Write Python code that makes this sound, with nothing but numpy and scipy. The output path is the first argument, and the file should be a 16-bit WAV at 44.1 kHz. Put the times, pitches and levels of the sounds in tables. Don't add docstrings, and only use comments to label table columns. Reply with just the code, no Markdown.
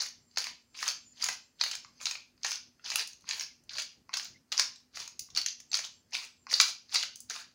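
import sys
import numpy as np
from scipy import signal
from scipy.fft import rfft, irfft
from scipy.io import wavfile
from scipy.ndimage import uniform_filter1d

SR = 44100
rng = np.random.default_rng(int(sys.argv[2]) if len(sys.argv) > 2 else 0)


def store_pcm(level_fs):
    pcm = np.round(np.clip(level_fs, -1, 1) * 32767).astype(np.int16)
    wavfile.write(sys.argv[1], SR, np.atleast_2d(pcm).T)


N = 332514

# start in seconds, peak in dB, bass in dB and treble in dB
# against the mill's usual colour, ring in Hz.
BIG_CRACKS = [(0.019, -29.5, 23, 19, 6540), (0.086, -29.5, -8, 0, 5950), (0.311, -51, -14, -8, 4700),
              (0.3595, -35, 1, -9, 4690), (0.372, -15, 7.5, -8, 4500), (0.382, -18, -2, 10, 4930),
              (0.4018, -24, -3, -3, 4500), (0.4408, -21.5, -11, -1.5, 4660), (0.468, -22.5, 8.5, 3, 4510),
              (0.827, -15, 11.5, -1, 1836), (0.865, -28.5, 15, -6.5, 4920), (.878, -14.5, -3, 7, 6330),
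              (0.885, -16.5, 1, 3, 5000), (1.2235, -15.5, -24, -1, 4760), (1.2399, -14, -4, 11.5, 6780),
              (1.263, -24, 15, 10, 6970), (1.2862, -17, 8, 7, 1970), (1.611, -10, 3, -7, 4370),
              (1.637, -13.5, 3, 6.5, 4400), (1.662, -23, 11, -3, 4400), (1.7128, -20.5, -4.5, -3, 7600),
              (1.7512, -25, 3, 8, 7300), (2.0123, -28.5, 11.5, -2, 1004), (2.0554, -14.5, -6, -1, 4400),
              (2.0666, -18, 5.5, -5, 4550), (2.11, -22.5, 1.5, 2, 1373), (2.152, -29, 5, -15, 2324),
              (2.205, -40.5, -8, -8, 5370), (2.377, -54.5, 8.5, -10, 5000), (2.432, -21, -26, -10, 4810),
              (2.4463, -18, 13.5, 1, 6200), (2.4638, -19, -5.5, 1, 6480), (2.4815, -28, 9, -9.5, 5960),
              (2.5158, -20.5, 1, 2.5, 5830), (2.849, -33.5, -18, -23, 5160), (2.9011, -18.5, 0, 3, 3470),
              (2.9166, -23.5, 10, -2, 5330), (2.9568, -9, 0.5, 10, 12800), (2.993, -22, -1.5, 2.5, 6900),
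              (3.073, -32, -15, 20, 8900), (3.132, -34, -13, 12, 6200), (3.208, -49, -13, 17.5, 6400),
              (3.22, -49.5, -1, 3, 6300), (3.289, -20.5, -10, -1, 6940), (3.3091, -14.5, -2, -9, 7100),
              (3.3952, -23, 0, -2.5, 7240), (3.408, -21.5, 0, -2, 5200), (3.637, -53, -5.5, 23, 8610),
              (3.6929, -29, -14, -30, 4260), (3.707, -32, -0.5, -24.5, 4100),
              (3.7825, -21.5, -1.5, -5, 4210), (3.798, -23.5, -7, 0.5, 4140), (3.8195, -26, -14, 6.5, 4110),
              (4.1308, -30.5, 6, -15.5, 4240), (4.138, -17.5, 0, -2.5, 4255), (4.17, -18, -1, 4, 5170),
              (4.1761, -23.5, -9, 6.5, 5000), (4.196, -26, 3, -3, 3200), (4.2534, -28, -2.5, -11.5, 4470),
              (4.5185, -22.5, -6, -5.5, 940), (4.5235, -16.5, 2, 2, 935), (4.589, -21.5, 3, 2, 1510),
              (4.595, -9, 3, 3.5, 5600), (4.758, -40.5, -1, 2.5, 7130), (4.802, -51, 8, 11.5, 5500),
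              (4.9711, -26.5, 8.5, -22.5, 5900), (4.981, -38.5, 6, -2.5, 2740),
              (5.0766, -28.5, 5, 11.5, 6670), (5.1928, -23.5, -13, 21.5, 5240),
              (5.3019, -42, -4.5, -0.5, 6550), (5.349, -26.5, -18, -4.5, 5520),
              (5.362, -19.5, -11, -9, 4080), (5.3727, -12.5, -2, 1, 4310), (5.4147, -21.5, -15, 5, 4320),
              (5.4612, -14.5, -6.5, 1.5, 1917), (5.4834, -22.5, -25, -18, 5600),
              (5.6005, -37, -1, 10.5, 6890), (5.716, -24, -4.5, 2.5, 4400), (5.7302, -19, -14, -14.5, 2660),
              (5.7416, -10.5, -2, -3.5, 4400), (5.752, -17.5, -4, 3, 4650), (5.77, -20.5, 7.5, 9.5, 6500),
              (5.789, -22.5, 12.5, 6, 6600), (5.8484, -27.5, 7, 4.5, 5960), (6.108, -51, -8, 14, 9390),
              (6.1499, -17.5, 2, -2, 2174), (6.248, -37.5, -3, 12, 8950), (6.499, -28, -3, -12, 4600),
              (6.528, -20.5, 18.5, 17, 6700), (6.538, -8.5, -47, -20, 4540), (6.5544, -24.5, -2, 3, 4130),
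              (6.5995, -3.5, -4.5, -10, 2405), (6.61, -8, -13, 10.5, 5200), (6.945, -15.5, -3, -3, 4300),
              (6.9556, -14.5, 2.5, -2, 4760), (7.027, -19.5, -3.5, -16, 4030), (7.033, -21, 6, 5, 4530),
              (7.1572, -29.5, -15.5, 21, 6200), (7.203, -31.5, -31, 25, 7620), (7.298, -23, -1, 6, 6670),
              (7.361, -26.5, 12, -3, 3680)]
# bite of the burrs in seconds, length in seconds, crunch in dB at the bite,
# crunch in dB as the hand stops, scrape in dB just before the bite, swell in dB per second, treble in dB.
HAND_TURNS = [(0.0, 0.082, -34.5, -52, -70, 1700, 2.5), (0.373, 0.12, -41, -47, -64, 1500, 0),
              (0.751, 0.15, -45, -38.5, -71, 1700, 0), (1.218, 0.12, -36, -47.5, -56, 600, 1),
              (1.602, 0.15, -43.5, -47, -70, 1700, 0), (2.004, 0.15, -45, -52, -61, 2498, 3.5),
              (2.447, 0.11, -36, -44.5, -73, 1002, 0.5), (2.849, 0.17, -45.5, -37, -66.5, 1500, -1),
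              (3.288, 0.15, -38, -45.5, -62.5, 900, -1.5), (3.703, 0.11, -49, -39, -74, 1402, -3),
              (4.135, 0.13, -42, -55.5, -72.5, 1700, 2.5), (4.527, 0.14, -43, -44.5, -73.5, 1702.5, -1.5),
              (4.949, 0.11, -45, -47.5, -78, 1197, 1.5), (5.372, 0.081, -30.5, -64, -72.5, 1197, -2),
              (5.727, 0.13, -44, -48.5, -73, 1497, 1), (6.133, 0.12, -38, -49, -68, 1500, 0.5),
              (6.501, 0.2, -39, -41, -71, 1703, 3), (6.933, 0.13, -30.5, -53.5, -58.5, 803, 0),
              (7.304, 0.1158, -37.5, -50.5, -81, 1700, -2.5)]

TREBLE_HZ = 7150
SIZE = 4096
HZ = np.maximum(np.fft.rfftfreq(SIZE, 1 / SR), 1)


def from_db(db):
    return 10 ** (np.asarray(db) / 20)


def rms_one(x):
    return x / np.sqrt(np.mean(x ** 2) + 1e-20)


def at_hz(points, hz):
    table_hz, values = np.transpose(points)
    return np.interp(np.log(hz), np.log(table_hz), values)


def drift(rate_hz):
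    pole = np.exp(-2 * np.pi * rate_hz * 16 / SR)
    noise = rng.standard_normal(N // 16 + 3002)
    slow = signal.lfilter([1], [1, -2 * pole, pole ** 2], noise)[3000:]
    return np.interp(np.arange(N) / 16, np.arange(len(slow)), rms_one(slow))


def bump(hz, width_hz):
    return 1 / (1 + (2 * (HZ - hz) / width_hz) ** 2)


def causal(db):
    cepstrum = irfft(np.log(from_db(db)))
    cepstrum[..., 1:SIZE // 2] *= 2
    cepstrum[..., SIZE // 2 + 1:] = 0
    return np.exp(rfft(cepstrum))


def colour(x, db):
    response = irfft(causal(db))
    return signal.fftconvolve(x, response / np.sqrt(np.sum(response ** 2)))[:N]


def room_tone(wander_db):
    # frequency in Hz, relative level in dB per Hz.
    air_colour = [(25, -23.5), (50, -1), (100, 1), (250, -2.5), (500, -10.5), (1000, -15.5), (2000, -17),
                  (3600, -29.5), (4800, -32.5), (7000, -21), (8200, -25), (13400, -29.5), (14900, -26.5),
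                  (16500, -29)]
    air = from_db(-73) * colour(rng.standard_normal(N), at_hz(air_colour, HZ))
    rumble = signal.sosfilt(signal.butter(1, 400, fs=SR, output="sos"), air)
    swell = from_db(wander_db * drift(8.7))
    return air + (swell - 1) * rumble


def fridge(waver_db):
    # multiple of the motor speed, rms level in dB.
    hum_lines = [(2, -90.5), (5, -79.5)]
    motor_hz = 48.5
    turn = 2 * np.pi * motor_hz * np.arange(N) / SR
    out = np.zeros(N)
    for multiple, db in hum_lines:
        level = np.sqrt(2) * from_db(db + waver_db * drift(6.2))
        out += level * np.sin(round(multiple) * turn + 0.9 * drift(9.8))
    return out


def thin_hiss(throb_db):
    # time in seconds, level in dB before the throb.
    hiss_levels = [(0, -84.5), (1.3, -73.5), (1.9, -90), (2.3, -100), (5.4, -100), (5.7, -89.5),
                   (6.45, -77.5), (6.8, -95.5), (7.54, -101)]
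    centre_hz, width_hz = 7350, 450
    hiss = colour(rng.standard_normal(N), 40 * np.log10(bump(centre_hz, width_hz)))
    level_db = np.interp(np.arange(N) / SR, *np.transpose(hiss_levels))
    return from_db(level_db + throb_db * drift(6.5)) * hiss


def effort():
    stop_db_per_s = 698.5
    shards_db, shards_s = -32, 0.00192
    t = np.arange(0, N, 40) / SR
    level = np.zeros(len(t))
    for s, length, first_db, last_db, _, swell_db_per_s, _ in HAND_TURNS:
        turn_db = np.interp(t, [s, s + length], [first_db, last_db])
        before_db = swell_db_per_s * np.maximum(s - t, 0)
        after_db = stop_db_per_s * np.maximum(t - s - length, 0)
        level += from_db(turn_db - before_db - after_db)
    s, peak_db = np.transpose(BIG_CRACKS)[:2]
    splits = np.zeros(N)
    splits[(s * SR).astype(int)] = from_db(peak_db + shards_db)
    shards = signal.lfilter([1], [1, -np.exp(-1 / (shards_s * SR))], splits)
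    return np.interp(np.arange(N) / SR, t, level) + shards


def crunch(per_s, spread_db, lumps_db, count=16):
    shift_db, shifts_hz = 4, 22
    treble_rise_s = .018
    dust_db = -2.5
    sizes = from_db(spread_db * np.minimum(rng.exponential(1, N), 5)) * rng.choice([-1, 1], N)
    snaps = sizes * (rng.random(N) < per_s / SR) * from_db(lumps_db * drift(38.0))

    dealt = rng.integers(0, count, N)
    edges = np.geomspace(300, 17000, count + 1)
    pitched = np.zeros((count, N))
    for k in range(count):
        band = signal.butter(2, edges[k:k + 2], "band", fs=SR, output="sos")
        ringing = signal.sosfilt(band, snaps * (dealt == k) + 1e-18)
        pitched[k] = from_db(shift_db * drift(shifts_hz)) * ringing

    level = uniform_filter1d(effort(), size=100)
    slow = np.exp(-1 / (treble_rise_s * SR))
    risen = np.minimum(level, signal.lfilter([1 - slow], [1, -slow], level))
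    treble_db = np.interp(np.arange(N) / SR, *np.transpose(HAND_TURNS)[[0, -1]])
    treble_level = from_db(treble_db) * risen

    bright = edges[1:] > TREBLE_HZ
    top = pitched[bright].sum(axis=0)
    high_pass = signal.butter(4, TREBLE_HZ, "high", fs=SR, output="sos")
    dust = signal.sosfilt(high_pass, rng.standard_normal(N)) * from_db(lumps_db * drift(30.0))
    top = from_db(-1) * top + from_db(dust_db) * np.std(top) * rms_one(dust)
    low = pitched[~bright].sum(axis=0)
    return (level * low + treble_level * top) / np.std(pitched.sum(axis=0))


def strays(spread_db):
    per_s, typical_db = 16, -69
    levels = from_db(typical_db + spread_db * rng.standard_normal(N))
    ticks = (rng.random(N) < per_s / SR) * levels
    grit = signal.lfilter([1], [1, -np.exp(-1 / (0.0007 * SR))], ticks) * rng.standard_normal(N)
    return signal.sosfilt(signal.butter(2, 3500, "high", fs=SR, output="sos"), grit)


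def small_corns(count=15):
    settle_s, settle_db_per_s = .12, 171.5
    against_crunch_db, spread_db, colour_db = 1, 4, 8
    s, length, first_db, last_db = np.repeat(HAND_TURNS, count, axis=0).T[:4]
    when = rng.random(len(s)) * (length + settle_s)
    size, bass, treble = rng.standard_normal((3, len(s)))
    ring_hz = 1200 * 5.8 ** rng.random(len(s))
    turn_db = first_db + np.minimum(when / length, 1) * (last_db - first_db)
    settled_db = settle_db_per_s * np.maximum(when - length, 0)
    peak_db = turn_db - settled_db + against_crunch_db + spread_db * size
    return np.transpose([s + when, peak_db, colour_db * bass - 6.0, colour_db * treble - 10.5, ring_hz])


def cracks(mill_db, rise_s, die_s, ring_db, sharpness, steepness):
    bass_hz = 2200
    corns = np.vstack([BIG_CRACKS, small_corns()])
    s, peak_db, bass_db, treble_db, ring_hz = corns.T[:, :, None]
    t = np.arange(SR // 40) / SR
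    dying = np.exp(-t / (die_s * rng.uniform(.7, 1.5, (len(s), 1))))
    envelope = np.minimum(t / rise_s, 1) * dying

    bass = bass_db / (1 + (HZ / bass_hz) ** steepness)
    treble = treble_db / (1 + (TREBLE_HZ / HZ) ** steepness)
    own_db = mill_db + bass + treble + ring_db * bump(ring_hz, ring_hz / sharpness)
    for share in rng.random((4, len(s), 1)):
        lesser_hz = 900 * 8 ** share
        own_db = own_db + .5 * ring_db * bump(lesser_hz, lesser_hz / sharpness)

    splinters = rng.standard_normal((len(s), len(t))) * envelope
    sounds = irfft(rfft(splinters, SIZE) * causal(own_db))
    energy = np.sum(sounds ** 2, axis=1, keepdims=True) / np.sum(envelope ** 2, axis=1, keepdims=True)
    sounds = from_db(peak_db) * sounds / np.sqrt(energy)
    out = np.zeros(N + SIZE)
    for at, crack in zip((s[:, 0] * SR).astype(int), sounds):
        out[at:at + SIZE] += crack
    return out[:N]


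def kitchen(x, first_echo_s, hold=4096):
    # frequency in Hz, time in seconds for the echo to fall by 60 dB.
    echo_t60 = [(500, 0.29), (1000, 0.28), (2000, 0.27), (2800, 0.35), (4000, 0.3052), (5600, 0.33),
                (8000, 0.21), (15000, 0.2)]
    t = np.arange(SR // 2) / SR
    stretches = np.pad(x, (0, -N % hold)).reshape(-1, hold)
    white = rfft(rng.standard_normal((len(stretches), len(t))))
    hz = np.fft.rfftfreq(len(t), 1 / SR)
    tails = 0
    for centre_hz in 250 * 2. ** np.arange(0, 6.5, .5):
        band = np.clip(1 - 2 * np.abs(np.log2(hz / centre_hz + 1e-9)), 0, 1)
        tails = tails + irfft(white * band) * from_db(-60 * t / at_hz(echo_t60, centre_hz))
    tails = tails * np.clip(t / first_echo_s - 1, 0, 1)
    tails = tails / np.sqrt(np.sum(tails ** 2) / len(tails))
    out = np.zeros(N + SR)
    for k, echo in enumerate(signal.fftconvolve(stretches, tails, axes=1)):
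        out[k * hold:k * hold + len(echo)] += echo
    return out[:N]


def scrape(lumps_db):
    # frequency in Hz, width in Hz, relative level in dB.
    scrape_modes = [(4400, 350, -3.5), (5000, 500, -1.5), (6200, 370, -2), (2200, 2000, -14.5)]
    creep_db_per_s = 190
    t = np.arange(0, N, 40) / SR
    level = np.zeros(len(t))
    for bite_s, _, _, _, scrape_db, _, _ in HAND_TURNS:
        level += from_db(scrape_db - creep_db_per_s * np.abs(bite_s - t)) * (t < bite_s)
    resonance = sum(from_db(db) * bump(hz, width_hz) for hz, width_hz, db in scrape_modes)
    hiss = colour(rng.standard_normal(N), 20 * np.log10(resonance))
    return np.interp(np.arange(N) / SR, t, level) * from_db(lumps_db * drift(60.0)) * hiss


def whistles(throb_db, waver_hz):
    # start in seconds, length in seconds, first pitch in Hz, last pitch in Hz,
    # rms level in dB before the throb.
    glides = [(2, 0.063, 7180, 7180, -60), (1.048, 0.09, 7050, 6960, -61.5),
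              (1.111, 0.03, 7260, 7284, -70.5), (1.078, 0.026, 8800, 7900, -79),
              (1.833, 0.033, 7100, 7050, -67),
              (5.687, 0.042, 7400, 7500, -66)   , (5.9, 0.12, 7700, 7260, -76),
              (6.3, 0.11, 8100, 7360, -80), (3.5, 0.03, 2195, 2120, -67), (4.341, 0.044, 2090, 2150, -67.5)]
    t, out, waver = np.arange(N) / SR, np.zeros(N), waver_hz * drift(70.0)
    for s, length, first_hz, last_hz, db in glides:
        span = slice(int(s * SR), int((s + length) * SR))
        to_nearest_end = np.minimum(t[span] - s, s + length - t[span])
        fade = np.clip(to_nearest_end / 0.0085, 0, 1)
        hz = np.interp(t[span], [s, s + length], [first_hz, last_hz]) + waver[span]
        out[span] += np.sqrt(2) * fade * from_db(db) * np.sin(2 * np.pi * np.cumsum(hz) / SR)
    return out * from_db(throb_db * drift(90.0))


def knocks():
    # start in seconds, level in dB, lowest mode in Hz, bright part in dB.
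    regrips = [(1.8471, -40, 1125, 7), (2.7954, -49.5, 1413, -20), (3.242, -49, 1075, -15.5),
               (4.0925, -34.5, 1063, -3.5), (5.2876, -51.5, 1110, -2.5), (6.4679, -33.5, 1076, 1)]
    # multiple of the lowest, relative level in dB, time in seconds to fall by 60 dB.
    low_modes = [(1.0, 0, .016), (1.35, -4, .011), (1.9, -1, .009), (2.3, -4, .009)]
    # frequency in Hz, relative level in dB, time in seconds to fall by 60 dB.
    bright_modes = [(4300, -3, .006), (5000, 0, .007), (5600, -1, .006), (6300, -5, .005)]
    out, t = np.zeros(N), np.arange(SR // 20) / SR
    for s, db, lowest_hz, bright_db in regrips:
        modes = [(multiple * lowest_hz, mode_db, t60) for multiple, mode_db, t60 in low_modes]
        modes += [(hz, mode_db + bright_db, t60) for hz, mode_db, t60 in bright_modes]
        knock = np.zeros(len(t))
        for hz, mode_db, t60 in modes:
            ring = np.sin(2 * np.pi * (hz * t + rng.random()))
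            knock += from_db(db + mode_db - 60 * t / t60) * ring
        out[int(s * SR):][:len(t)] += np.minimum(t / .0015, 1) * knock
    return out


def thump():
    # start in seconds, pitch in Hz, peak in dB, time in seconds to fall by 60 dB.
    hand_bump = (5.371, 320, -55, .15)
    s, hz, db, t60 = hand_bump
    t = np.maximum(np.arange(N) / SR - s, 0)
    return from_db(db - 60 * t / t60) * np.sin(2 * np.pi * hz * t)


def scene():
    # frequency in Hz, relative level in dB per Hz.
    mill_colour = [(180, -65), (300, -31.5), (462, -21), (960, -10), (2100, -5.5), (2390, -3.5),
                   (3170, -6.5), (4730, -3), (6480, -5.5), (8180, -18), (10300, -17.5), (12200, -27.5),
                   (13700, -35.5), (14700, -19), (15900, -21.5)]
    # frequency in Hz, width in Hz, lift in dB.
    mill_modes = [(2466, 110, 0), (4106, 42, 6.5), (4690, 950, 5.5), (6540, 1600, 6.5), (9260, 470, 4)]
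    mill_db = at_hz(mill_colour, HZ)
    mill_db = mill_db + sum(lift_db * bump(hz, width_hz) for hz, width_hz, lift_db in mill_modes)
    crumbs = colour(crunch(per_s=6500.0, spread_db=3.1, lumps_db=3.8), mill_db)
    ticks = colour(strays(spread_db=3.0), mill_db)
    corns = cracks(mill_db, rise_s=0.0019, die_s=0.002, ring_db=7.0, sharpness=5.0, steepness=6.0)
    mill = corns + crumbs + ticks + scrape(lumps_db=1.0) + knocks()
    echo = from_db(-5.5) * kitchen(mill, first_echo_s=0.0017)
    behind = room_tone(wander_db=4.0) + fridge(waver_db=3.5)
    behind = behind + thin_hiss(throb_db=4.0) + whistles(throb_db=4.0, waver_hz=45.0)
    return (mill + echo + thump() + behind)[None]


def record(dry):
    return signal.sosfilt(signal.cheby2(20, 60, 16200, fs=SR, output="sos"), dry)


dry = scene()
out = record(dry)
store_pcm(out)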